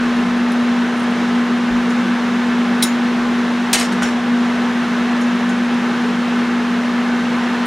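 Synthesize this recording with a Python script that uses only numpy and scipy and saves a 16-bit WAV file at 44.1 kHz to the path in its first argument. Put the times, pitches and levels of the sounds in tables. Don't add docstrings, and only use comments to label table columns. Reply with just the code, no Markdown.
import sys
import numpy as np
from scipy import signal
from scipy.fft import rfft, irfft, next_fast_len
from scipy.io import wavfile
from scipy.ndimage import uniform_filter1d, map_coordinates

SR = 44100
rng = np.random.default_rng(int(sys.argv[2]) if len(sys.argv) > 2 else 0)


def pcm_store(signal):
    levels = np.round(np.clip(np.atleast_2d(signal), -1, 1) * 32767)
    wavfile.write(sys.argv[1], SR, levels.astype(np.int16).T)


N = 338107


def amp(db):
    return 10 ** (np.asarray(db) / 20)


def unit(x):
    return x / np.sqrt(np.mean(x ** 2) + 1e-20)


def along(points, hz):
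    point_hz, value = np.transpose(points)
    return np.interp(np.log(hz + 1), np.log(point_hz), value)


def wobble(rate):
    points = rng.standard_normal(int(N * rate / SR) + 4)
    return map_coordinates(points, [np.arange(N) * rate / SR])


def filtered(x, response):
    size = x.shape[-1]
    padded = next_fast_len(size + 8192)
    spectrum = rfft(x, padded) * response(np.fft.rfftfreq(padded, 1 / SR))
    return irfft(spectrum, padded)[..., :size]


def add(track, start_s, sound):
    start = round(start_s * SR)
    part = sound[..., :N - start]
    track[..., start:start + part.shape[-1]] += part


def strike(modes, spectrum, ring_db, rattle_t60, blur_hz, tilt_db=0, focus_hz=5000, focus_db=0, crack_db=-20):
    ripple_hz, ripple_depth_db = 90, 4
    grain_rate, grain_depth_db = 450, 3.2
    focus_octaves = .15
    crack_t60 = .006
    t = np.arange(SR // 2) / SR
    hz, mode_db, mode_t60 = np.transpose(modes)[:, :, None]

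    def contact_db(f):
        slope_db = tilt_db * np.log2((f + 500) / 5000)
        octaves_away = np.log2((f + 1) / focus_hz)
        nearness = 1 / (1 + (octaves_away / focus_octaves) ** 2)
        return slope_db + focus_db * (nearness - 1)

    strength = amp(mode_db + contact_db(hz) + rng.standard_normal(hz.shape))
    step = np.sqrt(2 * np.pi * abs(blur_hz) / SR)
    chatter = np.cumsum(rng.standard_normal((len(hz), len(t))), axis=1) * step
    tones = np.sin(2 * np.pi * (hz * t + rng.random(hz.shape)) + chatter)
    ring = np.sum(strength * amp(-60 * t / mode_t60) * tones, axis=0)

    knots_hz = np.arange(0, SR / 2, ripple_hz)
    ripple_db = ripple_depth_db * rng.standard_normal(len(knots_hz))
    knots_s = np.arange(0, .5, 1 / grain_rate)
    grain_db = grain_depth_db * rng.standard_normal(len(knots_s))
    grains = unit(amp(np.interp(t, knots_s, grain_db)))

    def rattle_gain(f):
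        return amp(along(spectrum, f) + contact_db(f) + np.interp(f, knots_hz, ripple_db))

    cloud = unit(filtered(rng.standard_normal(len(t)), rattle_gain))
    rattle = grains * cloud * amp(-60 * t / rattle_t60)
    attack = np.minimum(t / .0003, 1)
    crack = amp(crack_db - 60 * t / crack_t60) * rng.standard_normal(len(t))
    return crack + attack * (amp(ring_db) * ring + rattle)


def in_shop(sound, wet_db, side_db=1):
    # pitch_hz, t60_s (time to fall by 60 dB)
    room_ring = [(200, 0.79), (2000, 0.17), (6000, 0.33), (10000, 0.19), (15000, 0.35)]
    hz, t, grid = signal.stft(rng.standard_normal((2, SR // 2)), SR, nperseg=256)
    fade = amp(-60 * t / along(room_ring, hz)[:, None])
    tail = signal.istft(grid * fade, SR, nperseg=256)[1]
    tail = np.pad(tail, ((0, 0), (SR // 300, 0)))
    tail = tail / np.linalg.norm(tail[0])
    mid, side = signal.fftconvolve(sound[None], tail, axes=1)[:, :len(sound)]
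    side = amp(side_db) * side
    return sound + amp(wet_db) * np.array([mid + side, mid - side])


def arm_gusts():
    # peak_s, level_db, length_s (between the points of half strength)
    arm_sweeps = [(.13, -46, 0.49), (1.752, -32, 0.077), (3.22, -48, 0.22)]
    # (per Hz, relative)
    gust_colour = [(20, -5), (50, 2), (80, -5), (115, -2), (200, -16), (600, -84)]
    draught_db = -55.5
    t = np.arange(N) / SR
    flow = amp(draught_db)
    for peak_s, level_db, length_s in arm_sweeps:
        flow = flow + amp(level_db) / (1 + (2 * (t - peak_s) / length_s) ** 4)
    noise = rng.standard_normal((2, N))
    return flow * unit(filtered(noise, lambda f: amp(along(gust_colour, f))))


def fan_air():
    # (per Hz, relative)
    air_colour = [(25, -31), (50, -26.5), (90, -18), (150, -9.5), (215, 0), (280, -11.5), (600, -10.5),
                  (1700, -8), (2600, -15), (3700, -18.5), (4700, -25.5), (6000, -27.5), (8200, -36.5),
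                  (11000, -43), (15000, -57)]
    # pitch_hz, width_hz, lift_db
    case_resonances = [(191.4, 10.5, 12.5), (307, 28, 4), (340, 18.4, 6.5), (363.4, 16.6, 7.5),
                       (426.5, 79, 8), (498, 16, 4), (600.6, 7.3, 7.5), (716, 61, 4), (804, 54, 4.5),
                       (903, 26, 5.5), (1039, 27, 7), (1100, 20, 2.5), (1206, 31, 3.5), (1315, 49, 4),
                       (1505, 16, 7), (1564, 16, 3.5), (1740, 12, 5), (2640, 13, 5.5), (4420, 25, 5.5)]
    # pitch_hz, side_minus_mid_db
    mic_spread = [(30, -7), (80, -11), (130, -18), (190, -25), (280, -24), (400, -24), (1300, -21.5),
                  (2800, -16.5), (6000, -12), (14000, -11)]
    knots_hz = np.arange(0, SR / 2, 22)
    ripple_depth_db = along([(1200, 0), (2200, 1.5)], knots_hz)
    ripple_db = rng.standard_normal(len(knots_hz)) * ripple_depth_db

    def air_gain(f):
        case_db = sum(lift_db / (1 + (2 * (f - hz) / width_hz) ** 2) for hz, width_hz, lift_db in case_resonances)
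        colour = amp(along(air_colour, f) + case_db + np.interp(f, knots_hz, ripple_db))
        return colour * np.array([np.ones_like(f), amp(along(mic_spread, f))])

    mid, side = filtered(rng.standard_normal((2, N)), air_gain)
    level_db = -22.5 + 0.41 * wobble(5)
    return amp(level_db) * unit(np.array([mid + side, mid - side]))


def fan_tones():
    blade_hz, blades = 241.03, 5
    flutter_db, flutter_rate = 1.04, 26
    # time_s, level_db (before the left-right balance)
    drone_level = [(0.0, -17.5), (0.66, -16.5), (1.22, -18.5), (1.26, -16.5), (2.78, -18), (2.79, -17.5),
                   (3.63, -17), (3.66, -21), (4.05, -18.5), (4.16, -16.5), (4.22, -21.5), (4.31, -15.5),
                   (4.69, -18.5), (4.77, -16), (4.89, -21), (4.92, -17), (7.6, -18.5)]
    # multiple_of_shaft_speed, level_db (before the left-right balance)
    whine_tones = [(4, -42), (10, -42.5), (20, -43.5), (24, -43.5)]
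    t = np.arange(N) / SR
    shaft = 2 * np.pi * blade_hz / blades * t + 0.022 * wobble(0.86)
    level_db = np.interp(t, *np.transpose(drone_level)) + flutter_db * wobble(flutter_rate)
    lead = np.array([[1], [-1]]) * (0.032 + 0.014 * wobble(20))
    blade = amp(level_db) * np.sin(blades * shaft + 0.047 * wobble(22) + lead)
    whine = 0
    for order, whine_db in whine_tones:
        strength = amp(whine_db + 1.3 * wobble(7.1))
        whine = whine + strength * np.sin(round(order) * shaft + 0.35 * wobble(6.5))
    balance = amp([[.3], [-.3]])
    return np.sqrt(2) * (blade + whine) * balance


def loose_tools():
    # start_s, level_db, brightness_db_per_octave
    nudges = [(4.0215, -20, -6), (4.0255, -28, 2), (4.0298, -22, 1), (4.039, -22, -6), (4.0445, -24.5, -4),
              (4.052, -29, -2), (4.06, -27, -2), (4.073, -28, -1), (4.088, -30, -2), (4.108, -34, -1)]
    # pitch_hz, level_db, t60_s
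    tool_modes = [(1520, 8, .04), (2630, -2, .09), (3020, -4, .15), (3500, -5, .06), (5340, 0, .06),
                  (5640, 1, .07), (6840, -1, .06), (7340, -3, .1), (8710, -7, .1), (9400, -11, .09),
                  (10600, -11, .11)]
    # (per Hz, relative)
    jostle_colour = [(300, -11), (650, 7), (1000, 6), (1700, 7), (3300, 1), (4700, -2), (6000, -1),
                     (8500, -7), (11300, -15), (12500, -27), (15500, -42)]
    out = np.zeros((2, N))
    for start_s, level_db, tilt_db in nudges:
        clink = strike(tool_modes, jostle_colour, ring_db=-10, rattle_t60=.075, blur_hz=70,
                       tilt_db=tilt_db, crack_db=-25)
        add(out, start_s, amp(level_db) * in_shop(clink, wet_db=-14))
    return out


def part_ticks():
    # start_s, level_db, most_excited_hz
    touches = [(0.368, -50, 10900), (0.5194, -38, 10900), (0.9674, -44, 9900), (0.9935, -42, 9900),
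               (0.9994, -42, 10000), (1.0294, -44, 8580), (1.11, -45, 7300), (1.897, -43, 10000),
               (1.905, -38, 6700), (5.2101, -38, 10900), (5.217, -39, 6500), (5.231, -41, 6500),
               (5.4899, -33, 3400), (5.494, -34.5, 6750), (5.742, -37, 3300), (7.6535, -42, 11200),
               (7.658, -32.5, 8500)]
    # pitch_hz, level_db, t60_s
    part_modes = [(3570, -2, .06), (6450, -1, .08), (6800, 0, .08), (7500, -3, .06), (8750, 3.5, .1),
                  (9920, -5, .08), (10950, -4, .08), (11900, -12, .06)]
    # (per Hz, relative)
    touch_colour = [(1500, -4), (3400, 11), (4800, 0), (7000, -1), (10500, -10), (12500, -17), (15500, -28)]
    out = np.zeros((2, N))
    for start_s, level_db, focus_hz in touches:
        tick = strike(part_modes, touch_colour, ring_db=-0.5, rattle_t60=0.05, blur_hz=70,
                      focus_hz=focus_hz, focus_db=15)
        add(out, start_s, amp(level_db) * in_shop(tick, wet_db=-10))
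    return out


def wrench_on_bench():
    # start_s, level_db, brightness_db_per_octave, most_excited_hz
    landings = [(3.7304, -6, 4.5, 8600), (3.7335, -12, -0.5, 4400), (3.7405, -16.5, -4, 4050),
                (3.746, -16, -4.5, 2680), (3.762, -22, -2, 3500), (3.772, -21, 1, 5560),
                (3.786, -22, 2, 4750), (3.7977, -19, 4, 8250), (3.811, -21, -3, 2100),
                (3.828, -25.5, 1, 4750), (3.849, -32, 1, 5560), (3.9205, -30.5, -0.5, 9400)]
    # pitch_hz, level_db, t60_s
    bench_modes = [(704, 0, 0.36), (1060, -8, 0.28), (1828, 3, 0.31), (2133, 1, 0.37), (2680, 0, 0.32),
                   (2977, 5, 0.23), (3610, -6, 0.45), (4030, 2, .17), (4670, 3, 0.12), (4791, -5, .4),
                   (5566, -1, 0.44), (6350, 1, .15), (6850, 7, 0.12), (8000, -2, 0.2), (8500, 1, .14),
                   (9350, -1, 0.09), (9950, -8, .1), (10800, -10, .13)]
    # (per Hz, relative)
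    clatter_colour = [(300, -12), (700, 0.5), (1800, 2), (3000, 1.5), (5500, -1), (7500, -4.5), (9000, -6),
                      (10500, -12), (12300, -16), (13200, -33), (15500, -40)]
    out = np.zeros((2, N))
    for start_s, level_db, tilt_db, focus_hz in landings:
        clank = strike(bench_modes, clatter_colour, ring_db=-15, rattle_t60=.115, blur_hz=38,
                       tilt_db=tilt_db, focus_hz=focus_hz, focus_db=4, crack_db=-4 + .7 * level_db)
        add(out, start_s, amp(level_db) * in_shop(clank, wet_db=-19))
    return out


def wrench_clack():
    # start_s, level_db, most_excited_hz
    clacks = [(2.8238, -15, 3850), (2.8264, -11, 3850), (2.8275, -19, 9300), (2.8343, -16.5, 10500),
              (2.8385, -20, 5400), (2.847, -22, 5500), (2.872, -33, 6900)]
    # pitch_hz, level_db, t60_s
    wrench_modes = [(2135, 3.5, 0.11), (3850, 9.5, 0.042), (5400, 4, 0.071), (5600, 1, .06),
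                    (6170, 0, 0.085), (6880, 0, 0.22), (7500, -9, 0.1), (8660, -3, .06), (9125, 3, .07),
                    (9800, -5, .08), (10700, 0, 0.06), (11950, -3, .07), (14700, -8, .1)]
    # (per Hz, relative)
    jaw_colour = [(800, -9), (2000, -3), (2800, -4), (3850, 4), (4400, -3), (5500, 0), (7500, -4),
                  (9500, 5), (11000, -2), (12000, -5), (13000, -13), (14800, -6), (15700, -17)]
    soft_dulling = .12
    out = np.zeros((2, N))
    hardest_db = max(level_db for _, level_db, _ in clacks)
    for start_s, level_db, focus_hz in clacks:
        tilt_db = soft_dulling * (level_db - hardest_db)
        clack = strike(wrench_modes, jaw_colour, ring_db=-9, rattle_t60=.056, blur_hz=95,
                       tilt_db=tilt_db, focus_hz=focus_hz, focus_db=6, crack_db=-8)
        add(out, start_s, amp(level_db) * in_shop(clack, wet_db=-17.0))
    return out


def scene():
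    background = arm_gusts() + fan_air() + fan_tones()
    return background + loose_tools() + part_ticks() + wrench_on_bench() + wrench_clack()


def record(dry):
    ceiling_db = -6.5
    release_db_per_s = 39
    clip_db = -5.5
    top_hz = 15800
    window = SR // 250
    power = uniform_filter1d(np.mean(dry ** 2, axis=0), window)
    level_db = 10 * np.log10(np.abs(power) + 1e-12)
    recovery_db = release_db_per_s * np.arange(N) / SR
    excess_db = np.maximum(0, level_db - ceiling_db)
    duck_db = np.maximum.accumulate(excess_db + recovery_db) - recovery_db
    ducked = dry * amp(-duck_db)
    rounded = ducked / (1 + np.abs(ducked / amp(clip_db)) ** 8) ** (1 / 8)
    return filtered(rounded, lambda hz: hz < top_hz)


dry = scene()
out = record(dry)
pcm_store(out)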